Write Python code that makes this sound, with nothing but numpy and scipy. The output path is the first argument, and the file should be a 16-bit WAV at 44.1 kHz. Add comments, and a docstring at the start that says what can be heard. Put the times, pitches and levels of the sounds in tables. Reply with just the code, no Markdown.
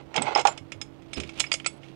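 """On a truck in a yard, steel chain binders are dragged off a hollow deck, knocking on it, then clank together
as they are lifted to hooks. Each clank is a short noise crack and chatter plus decaying modes of forged steel;
the deck knocks are lower modes with a crack, and the drag is small random contacts over a jerky scrape.
Dull thuds, a light rustle, a low machine hum and yard noise lie beneath.
The sound is almost wholly on the right channel, with only a trace on the left."""
import sys
import numpy as np
from scipy import signal
from scipy.fft import rfft, irfft
from scipy.io import wavfile
from scipy.ndimage import uniform_filter1d

SR = 44100
rng = np.random.default_rng(int(sys.argv[2]) if len(sys.argv) > 2 else 0)


def store_wav(level_fs):
    """Save 16-bit WAV to argv[1]."""
    pcm = np.round(np.clip(np.atleast_2d(level_fs), -1, 1) * 32767)
    wavfile.write(sys.argv[1], SR, pcm.T.astype(np.int16))


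N = 85995  # length in samples

# Colour of steel bumping and scraping on the deck. Each row: frequency in Hz, relative level in dB.
DECK_COLOUR = [(100, -29.5), (450, -0.5), (850, 6), (1500, -6.5), (3200, -10.5), (4500, -20.5), (8000, -32),
               (10000, -62)]


def undb(db):
    """Turn decibels into an amplitude factor."""
    return 10 ** (np.asarray(db) / 20)


def fade(t60):
    """Exponential decay from time zero, falling 60 dB in t60 seconds."""
    return np.exp(-np.log(1000) * np.arange(N) / SR / t60)


def curve(points):
    """Gain along (seconds, dB) points, with straight lines in dB between them."""
    return undb(np.interp(np.arange(N) / SR, *np.array(points).T))


def walk(rate):
    """Smooth random wander with a spread near 1, taking about `rate` new values per second."""
    k = max(int(SR / rate), 1)
    steps = np.repeat(rng.standard_normal(N // k + 1), k)
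    return 1.2 * uniform_filter1d(steps, k)[:N]


def ring(hz, t60, push=0.00056, count=22000):
    """One struck mode: a decaying sine that builds up over the push of the contact in seconds."""
    t = np.arange(count) / SR
    decay = np.exp(-np.log(1000) * t / t60)
    build_up = 1 - np.exp(-(t / push) ** 2)
    return np.sin(2 * np.pi * hz * t) * decay * build_up


def response(points, tilt=((1, 0), (2, 0)), ripple_db=0, size=2048):
    """Minimum-phase response: a level-matched (Hz, dB) colour with random ripple, weighted by a (Hz, dB) tilt."""
    hz = np.arange(size // 2 + 1) * SR / size
    ripple_hz = 170.1  # spacing of the random peaks and dips

    def gain(rows):
        freqs, levels = zip(*rows)
        return undb(np.interp(np.log(hz + 1), np.log(freqs), levels))

    ripple = np.interp(hz / ripple_hz, np.arange(size), rng.uniform(-1.85, 1.8, size))
    coloured = gain(points) * undb(ripple_db * ripple)
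    coloured /= np.sqrt(np.mean(coloured ** 2))
    # folding the cepstrum puts the energy as early as possible, so attacks stay sharp
    cepstrum = irfft(np.log(coloured * gain(tilt)))
    cepstrum[1:size // 2] *= 2
    cepstrum[size // 2 + 1:] = 0
    return irfft(np.exp(rfft(cepstrum)))


def noise(envelope, *colour):
    """White noise shaped by an envelope, then coloured."""
    return signal.fftconvolve(envelope * rng.standard_normal(N), response(*colour))[:N]


def add(out, at, sound):
    """Lay a sound into the track at a time in seconds."""
    i = max(int(at * SR), 0)
    part = sound[:N - i]
    out[i:i + len(part)] += part


def clanks():
    """Steel contacts crack, chatter and excite the steel's modes; the deck mutes the top until the lift."""
    # Steel on steel. Each row: start in seconds, level around 2.6 kHz in dB, level around 7 kHz in dB.
    blows = [(.142, -30.5, -50.5), (0.1612, -25, -32.5), (.178, -18.5, -49.5), (.184, -30, -66),
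             (.220, -29.5, -38.5), (.267, -29.5, -66), (.350, -26, -42), (0.374, -31, -36.5),
             (0.394, -29, -35), (.411, -35, -41.5), (0.451, -29.5, -38), (0.4704, -22, -28.5),
             (0.5757, -34.5, -47.5), (0.7194, -32.5, -45), (.8138, -33.5, -38.5), (1.021, -53, -69),
             (1.132, -32, -41.5), (1.2002, -33, -39.5), (1.234, -36.5, -55.5), (1.292, -38.5, -51.5),
             (1.397, -29.5, -28), (1.402, -20.5, -23.5), (1.4399, -27.5, -63), (1.465, -40.5, -60),
             (1.516, -19, -33), (1.528, -62, -28.5), (1.539, -25, -27.5), (1.599, -37.5, -60),
             (1.645, -34.5, -56), (1.6608, -21.5, -31.5), (1.832, -44.5, -71)]
    # Modes of the forged steel. Each row: frequency in Hz, level relative to the blow in dB, t60 in seconds.
    modes = [(629, -26.5, 0.062), (1340, -7, 0.031), (2194, -12, 0.1), (3140, -5, 0.04),
             (3435, -10.5, 0.089), (5270, -4.5, 0.079), (6600, -4, 0.078), (7140, -8.5, 0.093),
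             (8300, 0, 0.023), (10270, -22, 0.16), (14370, -40, 0.07)]
    # Colour of the crack. Each row: frequency in Hz, relative level in dB.
    crack_colour = [(120, -14.5), (650, -5), (1500, -10), (2400, 5.5), (4100, 0.5), (8400, 1), (9400, -14),
                    (15000, -44.5)]
    crack_db, crack_t60_s = 6, 0.032
    chatter_db, chatter_t60_s = -14, 0.13
    contact_s = 0.0039  # time constant (t60) of the onset
    lift_s, muted_db = 0.46, -14.5  # before the lift, the level at 10 kHz is lowered
    spot_db, detune_spread = 1, 0.0073  # each blow lands on a slightly different spot
    ripple_db = 2.5

    out = np.zeros(N)
    anchors = [2600, 7000, 8500, 10000]  # Hz
    crack = undb(crack_db) * fade(crack_t60_s)
    chatter = undb(chatter_db) * fade(chatter_t60_s)
    shape = (crack + chatter) * (1 - fade(contact_s))
    for at, mid, high in blows:
        levels = [mid, high, high, high + muted_db * (at < lift_s)]
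        add(out, at, noise(shape, crack_colour, list(zip(anchors, levels)), ripple_db))
        chances = rng.standard_normal((len(modes), 3))
        for (hz, db, t60), (spot, detune, side) in zip(modes, chances):
            force_db = np.interp(np.log(hz), np.log(anchors), levels)
            level = np.sign(side) * undb(db + force_db + spot_db * spot)
            add(out, at, level * ring(hz * (1 + detune_spread * detune), t60))
    return out


def strongest_partials():
    """Strongest partials of single clanks, wavering in level, held briefly and then dying quickly."""
    # Each row: start in seconds, frequency in Hz, level in dB before the waver,
    # time held before the quick decay in seconds.
    partials = [(0.1634, 3140, -24, 0.0033), (.163, 5170, -33.5, 0.0085), (.221, 8010, -33.5, 0.004),
                (.350, 5190, -21.5, 0.0018), (0.394, 5130, -31, 0.005), (.480, 7220, -40, 0.041),
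                (.8145, 5145, -34, 0.0083), (1.134, 4790, -37, .003), (1.134, 5130, -42.5, 0.026),
                (1.134, 8170, -29.5, .002), (1.402, 6560, -28.5, 0.0059), (1.4, 7370, -26, 0.00091),
                (1.518, 4834, -26, 0.024), (1.465, 5100, -43.5, 0.0088), (1.661, 1350, -25, 0.0011),
                (1.662, 4490, -27, 0.0015), (1.666, 7920, -23, 0.0048), (1.666, 10040, -67, 0.11)]
    held_t60_s, quick_t60_s = 0.7, 0.039  # the quick decay adds to the slow one
    waver_db = 4.5

    out = np.zeros(N)
    for at, hz, db, held in partials:
        tone = ring(hz, held_t60_s)
        after_hold = np.maximum(np.arange(len(tone)) / SR - held, 0)
        quick_decay = np.exp(-np.log(1000) * after_hold / quick_t60_s)
        add(out, at, undb(db) * tone * quick_decay)
    return out * undb(waver_db * walk(200))


def deck():
    """The binders bump on the hollow deck, exciting its low modes and a short noise crack."""
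    # Binder on the deck. Each row: start in seconds, level in dB.
    knocks = [(.156, -28.5), (.179, -27.5), (.217, -30), (.268, -28), (.281, -24), (.320, -28), (.359, -15),
              (.382, -24.5), (.452, -10), (.480, -21.5)]
    # Modes of the deck. Each row: frequency in Hz, level relative to the knock in dB, t60 in seconds.
    deck_modes = [(474, -18.5, 0.035), (675.5, -10.5, 0.058), (820.4, 7, 0.044), (908, -3.5, 0.049),
                  (1103, -2, 0.05), (1437, -13.5, 0.089)]
    push_s, detune_spread = 0.00097, 0.011
    crack_db, crack_t60_s = -5, 0.07

    out = np.zeros(N)
    for at, db in knocks:
        for hz, mode_db, t60 in deck_modes:
            detuned_hz = hz * (1 + detune_spread * rng.standard_normal())
            add(out, at, undb(db + mode_db) * ring(detuned_hz, t60, push_s))
        add(out, at, noise(undb(db + crack_db) * fade(crack_t60_s), DECK_COLOUR))
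    return out


def drag():
    """Links catch and slip on the deck in separate small contacts, over a jerky scrape."""
    # Force of the scraping. Each row: time in seconds, level in dB.
    force_points = [(0, -46), (.05, -71.5), (.14, -50), (.17, -28.5), (.205, -40), (.28, -32.5), (.34, -40),
                    (.39, -24.5), (.435, -51.5), (.49, -37), (.64, -71.5)]
    grains_per_s, grain_spread_db, grain_db = 260, 5.5, -2.5
    scrape_db, jerk_db = 0, 1.52

    hits = rng.random(N) < grains_per_s / SR
    grains = hits * rng.choice([-1, 1], N) * undb(grain_spread_db * rng.standard_normal(N))
    grains = undb(grain_db) * grains / grains.std()
    scrape = undb(scrape_db + jerk_db * walk(218.9)) * rng.standard_normal(N)
    contacts = curve(force_points) * (grains + scrape)
    return signal.fftconvolve(contacts, response(DECK_COLOUR, ripple_db=4))[:N]


def thuds():
    """Soft heavy bumps: a low decaying boom that builds up over one cycle, and a dull noise slap."""
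    # Each row: start in seconds, boom level in dB, boom frequency in Hz, slap level in dB.
    bumps = [(.18, -44.5, 148, -31), (.595, -41, 92, -51.5), (.745, -38, 100, -50.5),
             (1.167, -29, 75.3, -30)]
    # Colour of the slap. Each row: frequency in Hz, relative level in dB.
    slap_colour = [(40, -49), (90, 1), (290, 9), (12000, -65)]
    boom_t60_s, slap_t60_s = 0.3, 0.34

    out = np.zeros(N)
    for at, db, hz, slap_db in bumps:
        add(out, at, undb(db) * ring(hz, boom_t60_s, 1 / hz))
        add(out, at, noise(undb(slap_db) * fade(slap_t60_s), slap_colour))
    return out


def rustle():
    """Gloves and loose links rub: coloured noise with a fine, fast flicker of level."""
    # Strength of the rubbing. Each row: time in seconds, level in dB before the flicker.
    rubbing = [(0, -69), (1.08, -67.5), (1.15, -54), (1.175, -37), (1.21, -52), (1.35, -57.5),
               (1.38, -42.5), (1.49, -56), (1.8, -65.5), (1.85, -56), (1.95, -63)]
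    # Colour of the rubbing. Each row: frequency in Hz, relative level in dB.
    rub_colour = [(300, -2.5), (1500, -9.5), (2700, 0.5), (10000, -25.5), (15000, -51)]
    flicker_db = 2.4
    return noise(curve(rubbing) * undb(flicker_db * walk(270)), rub_colour)


def machine_hum():
    """A low machine hum: a few sines, each wavering slowly in level and pitch."""
    # Each row: centre frequency in Hz, mean RMS level in dB.
    tones = [(138, -55), (279, -58.5), (328, -53.5)]
    waver_db, pitch_waver = 1.5, 0.0039

    out = np.zeros(N)
    for hz, db in tones:
        level = np.sqrt(2) * undb(db + waver_db * walk(11.6))
        phase = 2 * np.pi * np.cumsum(hz * (1 + pitch_waver * walk(9.5))) / SR
        out += level * np.sin(phase)
    return out


def yard():
    """The steady, mostly low noise of the yard."""
    # Colour of the yard. Each row: frequency in Hz, relative level in dB.
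    yard_colour = [(25, -9), (70, 0.5), (130, 2), (600, -4.5), (1600, -18), (7000, -41), (15000, -46)]
    yard_db = -52
    return noise(undb(yard_db), yard_colour)


def scatter(near):
    """Diffuse echo from the truck and yard: the sound smeared by a decaying noise tail of unit energy."""
    echo_db, echo_t60_s = -20, 0.22
    tail = fade(echo_t60_s) * rng.standard_normal(N)
    return undb(echo_db) * signal.fftconvolve(near, tail / np.linalg.norm(tail))[:N]


def scene():
    """Mix the steel and deck sounds and their scatter with the thuds, rustle and background."""
    left_db, right_db = -59, 4
    near = clanks() + strongest_partials() + deck() + drag()
    mono = near + scatter(near) + thuds() + rustle() + machine_hum() + yard()
    return np.array([undb(left_db) * mono, undb(right_db) * mono])


def record(dry):
    """Clip peaks at full scale, then cut the top with a steep elliptic low-pass."""
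    top_hz = 15700
    low_pass = signal.ellip(8, .2, 70, top_hz, fs=SR, output="sos")
    return signal.sosfilt(low_pass, np.clip(dry, -1, 1))


dry = scene()
out = record(dry)
store_wav(out)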